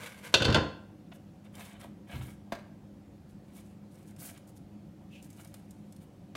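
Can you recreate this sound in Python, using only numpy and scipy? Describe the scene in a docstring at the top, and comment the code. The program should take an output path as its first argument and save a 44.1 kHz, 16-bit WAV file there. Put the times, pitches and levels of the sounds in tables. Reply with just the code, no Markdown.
"""A small quiet room, a steel paper dispenser on a table. A handle scrapes round in its bearing, the
catch snaps and the mechanism clatters home, ringing the frame and thumping the table. Then hands stroke
and turn the heavy hollow paper roll: it rubs and hisses, shudders under a palm, knocks in its cradle,
and its outer sheet crackles. Ventilation hums throughout."""
import sys
import numpy as np
from scipy import signal
from scipy.fft import rfft, irfft, next_fast_len
from scipy.io import wavfile
from scipy.ndimage import uniform_filter1d, map_coordinates

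SR = 44100
rng = np.random.default_rng(int(sys.argv[2]) if len(sys.argv) > 2 else 0)


def master_out(mix):
    """Clip the mix to full scale and print it as 16-bit PCM to the path in sys.argv[1]."""
    frames = np.transpose(np.atleast_2d(mix))
    ceiling = np.clip(frames, -1, 1)
    pcm = np.round(ceiling * 32767).astype(np.int16)
    wavfile.write(sys.argv[1], SR, pcm)


N = 280476

# paper, low rub spectrum: (frequency [Hz], level [dB])
PAPER_RUB = [(250, -40), (500, 4), (1000, 0.5), (2000, -2.5), (3300, 0), (5500, -21.5), (10000, -41.5)]
# paper, fibre hiss spectrum: (frequency [Hz], level [dB])
PAPER_HISS = [(1500, -18), (3500, -5), (6000, -1), (9300, 2.5), (12000, -2.5), (15500, -10)]


def mechanism():
    """Each contact snaps the catch, rings the steel frame and thumps the table."""
    # contacts: (time [s], catch [dB], frame [dB], thump [dB])
    contacts = [(.3401, -15.5, -31.5, -34.5), (.401, -44.5, -31, -30.5), (0.42, -28.5, -37.5, -37.5),
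                (0.4446, -32, -38.5, -33), (.45, -27, -33, -41), (.466, -45.5, -32.5, -36),
                (0.4815, -42, -27.5, -22.5), (.5007, -37.5, -29, -29.5), (0.5243, -33.5, -36.5, -36),
                (.544, -23.5, -26, -34), (0.5564, -42, -23, -30.5), (0.5703, -41, -30.5, -30.5)]
    # catch modes: (frequency [Hz], level [dB], t60 [s])
    catch_modes = [(353, -17, 0.2), (540, -7, 0.2), (643, -18, 0.2), (870, -18, 0.17), (1541, -5, 0.1),
                   (2005, -15, 0.11), (2632, -11, 0.15), (2668, 0, 0.09), (2840, -8, 0.12), (3075, -4, 0.1),
                   (3410, -10, 0.2), (3448, -4, 0.11), (3560, -3, 0.08), (3740, -6, 0.085),
                   (4240, -12, 0.14), (4330, -12, 0.09), (4675, -12, 0.09), (4807, -7, 0.08),
                   (5715, -15, 0.09), (6140, -26, 0.13)]
    # catch contact noise: (frequency [Hz], level [dB])
    snap_spectrum = [(120, -48), (200, -13.5), (547, -5), (1270, -15.5), (1550, 1.5), (1830, -32.5),
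                     (1970, -18), (3460, -4.5), (3940, -12), (4310, -4), (5280, -20), (6330, -19),
                     (15800, -46.5)]
    # side plate and roller modes: (frequency [Hz], level [dB], t60 [s])
    frame_modes = [(302, -14, 0.44), (345, -9, 0.35), (399, -12, 0.37), (446, 0, 0.36), (540, 1, 0.27),
                   (613, -10, 0.3), (658, -20, 0.44), (797, -13, 0.28), (985, -15, 0.28), (1040, -12, 0.42),
                   (1375, -17, 0.21), (1412, -11, 0.36), (1475, -13, 0.45), (1537, -10, 0.34),
                   (2035, -23, 0.34), (2336, -23, 0.3), (2660, -18, 0.32), (2700, -18, 0.45),
                   (3403, -15, 0.22), (3483, -26, 0.38), (3722, -25, 0.27), (4270, -21, 0.4),
                   (4355, -19, 0.39), (4432, -17, 0.26), (5305, -23, 0.32), (6462, -31, 0.31),
                   (7555, -29, 0.15), (7980, -47, 0.42)]
    # dense plate ring: (frequency [Hz], level [dB])
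    plate_spectrum = [(88, -34.5), (150, -5.5), (545, -2.5), (844, -13.5), (964, -7), (1280, -16),
                      (1440, -7), (2220, -21), (2630, -18.5), (4400, -26.5), (4930, -32), (6430, -34.5),
                      (14000, -68.5)]
    # its decay: (frequency [Hz], t60 [s])
    plate_decay = [(200, 0.22), (1500, 0.17), (5000, 0.064), (12000, 0.13)]
    # table top modes: (frequency [Hz], level [dB], t60 [s])
    table_modes = [(72, 0, .18), (90, -3, .2), (118, 0, .3), (155, -7, .18), (212, -5, .17), (242, -6, .12),
                   (298, -10, .15), (398, -10, .2)]
    out = np.zeros(N)
    onset = 1 - np.exp(-np.arange(SR) / SR / .00091)  # plates take a moment to move
    for start_s, catch_db, frame_db, thump_db in contacts + settling(contacts[-1]):
        snap = chatter(burst(snap_spectrum, t60_s=.05))
        catch = amp(-4) * ring(catch_modes) + amp(-.5) * snap
        plates = unit_attack(fade(colour(rng.standard_normal(SR), plate_spectrum), plate_decay))
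        frame = amp(-5) * ring(frame_modes) + amp(-2) * plates
        hit = amp(catch_db) * catch + amp(frame_db) * frame + amp(thump_db) * ring(table_modes)
        add(out, start_s, onset * hit)
    return out


def settling(contact, first_gap_s=.039, gap_ratio=.6, catch_loss_db=18, loss_db=5):
    """The works rock to rest: three rebounds, ever sooner and softer."""
    start_s, catch_db, frame_db, thump_db = contact
    times_s = start_s + np.cumsum(first_gap_s * gap_ratio ** np.arange(3))
    return [(time_s, catch_db - catch_loss_db * k, frame_db - loss_db * k, thump_db - loss_db * k)
            for k, time_s in enumerate(times_s, 1)]


def handle():
    """The shaft scrapes in its bearing at each pull before the catch lets go."""
    # handle pulls: (start [s], length [s], level [dB])
    pulls = [(-.05, 0.21, -48.5), (.09, 0.28, -58.5), (0.231, 0.082, -48.5), (0.317, .04, -56)]
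    # bearing scrape: (frequency [Hz], level [dB])
    shaft_spectrum = [(290, -32), (500, 1.5), (707, -3.5), (771, -10.5), (944, -3.5), (1390, -7),
                      (1570, 1.5), (1810, -9), (2250, 1), (2520, -8), (3040, -8), (5050, -16), (11500, -16),
                      (15800, -28)]
    effort = sum(amp(db) * swell(start_s, length_s) for start_s, length_s, db in pulls)
    return amp(2.5) * effort * friction(shaft_spectrum, grain_db=3.5, clump_db=1.5)


def roll():
    """The heavy roll shudders as a dragging palm grips it, and knocks in its cradle."""
    # roll shudder: (frequency [Hz], level [dB])
    shudder_spectrum = [(45, -24), (58, -12), (76, 0), (100, -2), (128, 4), (170, -16), (300, -15),
                        (700, -45.5)]
    # cradle knocks: (time [s], thud [dB], click [dB])
    knocks = [(1.845, -47, -65), (2.5213, -33.5, -39.5), (2.549, -57, -49), (2.588, -52, -58),
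              (4.312, -57, -80), (6.3515, -51, -40)]
    # cradle modes: (frequency [Hz], level [dB], t60 [s])
    cradle_modes = [(216.4, -3.5, 0.11), (330, -1.5, 0.03), (570.4, 0, 0.039), (683, -2, 0.06),
                    (956, -5.5, 0.03), (1273, -15, 0.05), (1588, -13, 0.052), (2460, -10, 0.026)]
    # knock contact noise: (frequency [Hz], level [dB])
    click_spectrum = [(200, 7.5), (600, -4.5), (1100, 3), (2400, -4), (4300, -10.5), (9000, -21.5),
                      (15500, -26.5)]
    palm = amp(-39.5) * swell(start_s=2.13, length_s=.2, peak_share=.18)
    out = palm * friction(shudder_spectrum, grain_db=3.5, clump_db=3)
    for start_s, thud_db, click_db in knocks:
        thud = amp(thud_db) * ring(cradle_modes)
        click = amp(click_db) * burst(click_spectrum, t60_s=.069)
        add(out, start_s, thud + click)
    return out


def hands():
    """Skin on paper: pressure rubs the hollow roll into resonance, light quick sliding hisses."""
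    # hand strokes: (start [s], length [s], rub [dB], hiss [dB])
    strokes = [(1.114, .02, -50, -76), (1.128, 0.054, -66.5, -62.5), (1.438, 0.042, -58.5, -71),
               (1.519, 0.23, -52, -57.5), (1.69, 0.14, -61.5, -77), (1.787, 0.094, -54.5, -60.5),
               (2.066, .2, -49, -61), (2.2, 0.17, -59.5, -59.5), (3.275, .08, -78, -73),
               (3.412, 0.42, -71.5, -73), (3.526, .1, -66, -61.5), (3.877, 0.24, -69, -69),
               (4.053, .1, -70, -67), (4.174, .175, -55.5, -50), (4.335, 0.0635, -60, -68),
               (4.467, 0.047, -74, -61), (4.55, 0.043, -71, -65.5), (4.85, 1.7, -80, -78),
               (5.212, 0.078, -73, -62), (5.27, 0.39, -73.5, -74), (5.367, 0.082, -63.5, -63.5),
               (6.002, 0.06, -72, -64.5)]
    # roll resonances: (frequency [Hz], width [Hz], level [dB])
    tube_peaks = [(689, 30, -0.5), (1688, 92, 3.5), (1940, 99, -8), (2230, 140, 5), (3087, 61, -15),
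                  (3480, 210, -0.5), (4680, 33, -55)]
    # fast-stroke fizz: (frequency [Hz], level [dB])
    fizz_spectrum = [(5000, -22), (9000, -2.5), (13000, 0), (15800, -4)]
    # narrow whisper of sliding paper: (frequency [Hz], level [dB])
    whisper_spectrum = [(1500, -24), (2200, -7), (2650, 5.5), (3050, -1), (3800, -12), (9000, -19.5),
                        (15000, -25)]
    press = sum(amp(db) * swell(start_s, length_s) for start_s, length_s, db, _ in strokes)
    glide = sum(amp(db) * swell(start_s, length_s) for start_s, length_s, _, db in strokes)
    slips = friction(PAPER_RUB, grain_db=4.5, clump_db=2.5)
    drag = patchy(resonate(slips, tube_peaks) + slips, depth_db=2.2)  # the moving hand damps the roll
    fibres = friction(PAPER_HISS, grain_db=4, clump_db=3)
    speed = np.sqrt(glide / glide.max())  # faster strokes are brighter
    fizz = speed * friction(fizz_spectrum, grain_db=2.5, clump_db=1)
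    hiss = amp(-1.5) * fibres + amp(-.5) * fizz
    slide = amp(-57) * swell(start_s=5.1, length_s=.13)
    whisper = friction(whisper_spectrum, grain_db=.5, clump_db=1.5)
    return press * drag + glide * hiss + slide * whisper


def paper():
    """The outer sheet buckles in short dry snaps, each a little run of creases."""
    # snaps under the fingers: (time [s], level [dB], low crackle balance [dB])
    snaps = [(1.553, -41.5, -20), (1.7307, -48, -3), (1.8107, -46, -13), (4.163, -48, -5),
             (4.3758, -45, -17), (5.2256, -44.5, -30.5), (5.3025, -45, -27), (5.3288, -49.5, -15),
             (5.4468, -42.5, -11), (5.4734, -48.5, -18), (5.5413, -38, -7), (5.708, -44, -23.5),
             (5.9231, -45.5, -20), (5.9631, -49, -26)]
    out = np.zeros(N)
    for start_s, db, low_db in snaps:
        crease = burst(PAPER_HISS, t60_s=.02) + amp(low_db + 2) * burst(PAPER_RUB, t60_s=.052)
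        add(out, start_s, amp(db - 15.5) * chatter(crease))
    return out


def room(x):
    """Bare walls answer after 5 ms."""
    # reverberation: (frequency [Hz], t60 [s])
    wall_decay = [(100, 0.41), (500, 0.63), (3000, 0.48), (7000, .4), (14000, 0.24)]
    tail = np.pad(fade(rng.standard_normal(SR), wall_decay), (SR // 200, 0))
    return signal.fftconvolve(x, tail / np.linalg.norm(tail))[:N]


def ventilation():
    """A soft rush of air with a slightly unsteady motor hum."""
    # motor harmonics: (frequency [Hz], level [dB])
    harmonics = [(102.3, -62.5), (204.6, -58), (306.8, -69)]
    # air rush: (frequency [Hz], level [dB])
    air_spectrum = [(25, -22.5), (60, -14), (95, -9.5), (130, -12), (155, -6.5), (205, -5), (240, -14.5),
                    (305, -12), (440, -25), (555, -19.5), (640, -28.5), (720, -24), (830, -29.5),
                    (1200, -36), (4000, -45), (15800, -55)]
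    t = np.arange(N) / SR
    hum = sum(amp(db + 1.5 * wobble(4)) * np.sqrt(2) * np.sin(2 * np.pi * hz * t + .4 * wobble(5))
              for hz, db in harmonics)
    air = patchy(colour(rng.standard_normal(N), air_spectrum), depth_db=1.5)
    return amp(-52.5) * air + amp(1.5) * hum


def ring(modes):
    """Damped modes, struck at slightly new strengths each time."""
    hz, db, t60_s = np.transpose(modes)[:, :, None]
    t = np.arange(SR) / SR
    strength = amp(db + 1.5 * rng.standard_normal(hz.shape))
    strength[1::2] *= -1  # neighbouring modes swing opposite ways
    return unit_attack(np.sum(strength * amp(-60 * t / t60_s) * np.sin(2 * np.pi * hz * t), axis=0))


def burst(spectrum, t60_s, rise_s=.00072):
    """Decaying coloured contact noise."""
    t = np.arange(SR) / SR
    noise = colour(rng.standard_normal(SR), spectrum)
    return unit_attack(noise * amp(-60 * t / t60_s) * (1 - np.exp(-t / rise_s)))


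def chatter(x, gap_s=.0028, first_db=-10, loss_db=2.5):
    """Three weaker rebounds within milliseconds."""
    lags = np.round(SR * gap_s * np.cumsum(rng.uniform(.6, 1.4, size=3))).astype(int)
    rebounds = sum(amp(first_db - loss_db * k) * np.pad(x, (lag, 0))[:len(x)]
                   for k, lag in enumerate(lags))
    return unit_attack(x + rebounds)


def friction(spectrum, grain_db, clump_db):
    """Tiny slips of uneven size, bunched in clumps."""
    slips = rng.standard_normal(N) * amp(grain_db * wobble(1500) + clump_db * wobble(70))
    return colour(slips, spectrum)


def swell(start_s, length_s, peak_share=.42, taper=1.5):
    """Gain of one movement: speeds up until peak_share of its length, then slows to rest."""
    progress = (np.arange(N) / SR - start_s) / length_s
    skew = np.log(.5) / np.log(peak_share)
    moving = (progress > 0) & (progress < 1)
    out = np.zeros(N)
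    out[moving] = np.sin(np.pi * progress[moving] ** skew) ** taper
    return out


def resonate(x, peaks):
    """Parallel resonances of alternating sign, at rms 1."""
    size = next_fast_len(N + SR // 4)
    f = np.fft.rfftfreq(size, 1 / SR)
    body = sum((-1) ** k * amp(db) * 1j * f * width_hz / (hz * hz - f * f + 1j * f * width_hz)
               for k, (hz, width_hz, db) in enumerate(peaks))
    return unit(irfft(rfft(x, size) * body, size)[:N])


def patchy(x, depth_db):
    """Narrow bands swell and fade at random, at rms 1."""
    bands = signal.stft(x, nperseg=1024)[2]
    drift = uniform_filter1d(rng.standard_normal(bands.shape), size=5, axis=0)
    drift = uniform_filter1d(drift, size=4, axis=1)
    return unit(signal.istft(bands * amp(depth_db * unit(drift)), nperseg=1024)[1][:N])


def fade(x, decays):
    """Each frequency dies at its own rate."""
    hz, t, bands = signal.stft(x, SR, nperseg=256)
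    t60_s = along(decays, hz)[:, None]
    return signal.istft(bands * amp(-60 * t / t60_s), SR, nperseg=256)[1][:len(x)]


def colour(x, spectrum):
    """Filter by a spectrum, at rms 1."""
    size = next_fast_len(len(x) + SR // 8)
    gain = amp(along(spectrum, np.fft.rfftfreq(size, 1 / SR)))
    return unit(irfft(rfft(x, size) * gain, size)[:len(x)])


def wobble(rate_hz):
    """Smooth curve through random knots."""
    knots = rng.standard_normal(int(N * rate_hz / SR) + 4)
    return map_coordinates(knots, [np.arange(N) * rate_hz / SR])


def along(points, hz):
    """Interpolate on a log frequency axis."""
    knots_hz, values = np.transpose(points)
    return np.interp(np.log(hz + 1), np.log(knots_hz + 1), values)


def amp(db):
    """Decibels to gain."""
    return 10 ** (np.asarray(db) / 20)


def unit(x):
    """Scale to rms 1."""
    return x / np.sqrt(np.mean(x ** 2) + 1e-20)


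def unit_attack(x):
    """Scale to rms 1 over the first 15 ms."""
    return x / np.sqrt(np.mean(x[:round(.015 * SR)] ** 2))


def add(track, start_s, sound):
    """Mix in place."""
    i = round(start_s * SR)
    track[i:i + len(sound)] += sound[:N - i]


def scene():
    """Machine and hands in the room, over the ventilation."""
    machine = mechanism() + handle()
    handling = roll() + hands() + paper()
    reverb = amp(-11.5) * room(machine) + amp(-10) * room(handling)
    return (machine + handling + reverb + ventilation())[None]


def record(dry, low_hz=42, top_hz=15850):
    """Bass roll-off and a hard upper band limit."""
    size = next_fast_len(N + SR // 2)
    thinned = signal.sosfilt(signal.butter(3, low_hz, "highpass", fs=SR, output="sos"), dry)
    passband = np.fft.rfftfreq(size, 1 / SR) < top_hz
    return irfft(rfft(thinned, size) * passband, size)[..., :N]


dry = scene()
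out = record(dry)
master_out(out)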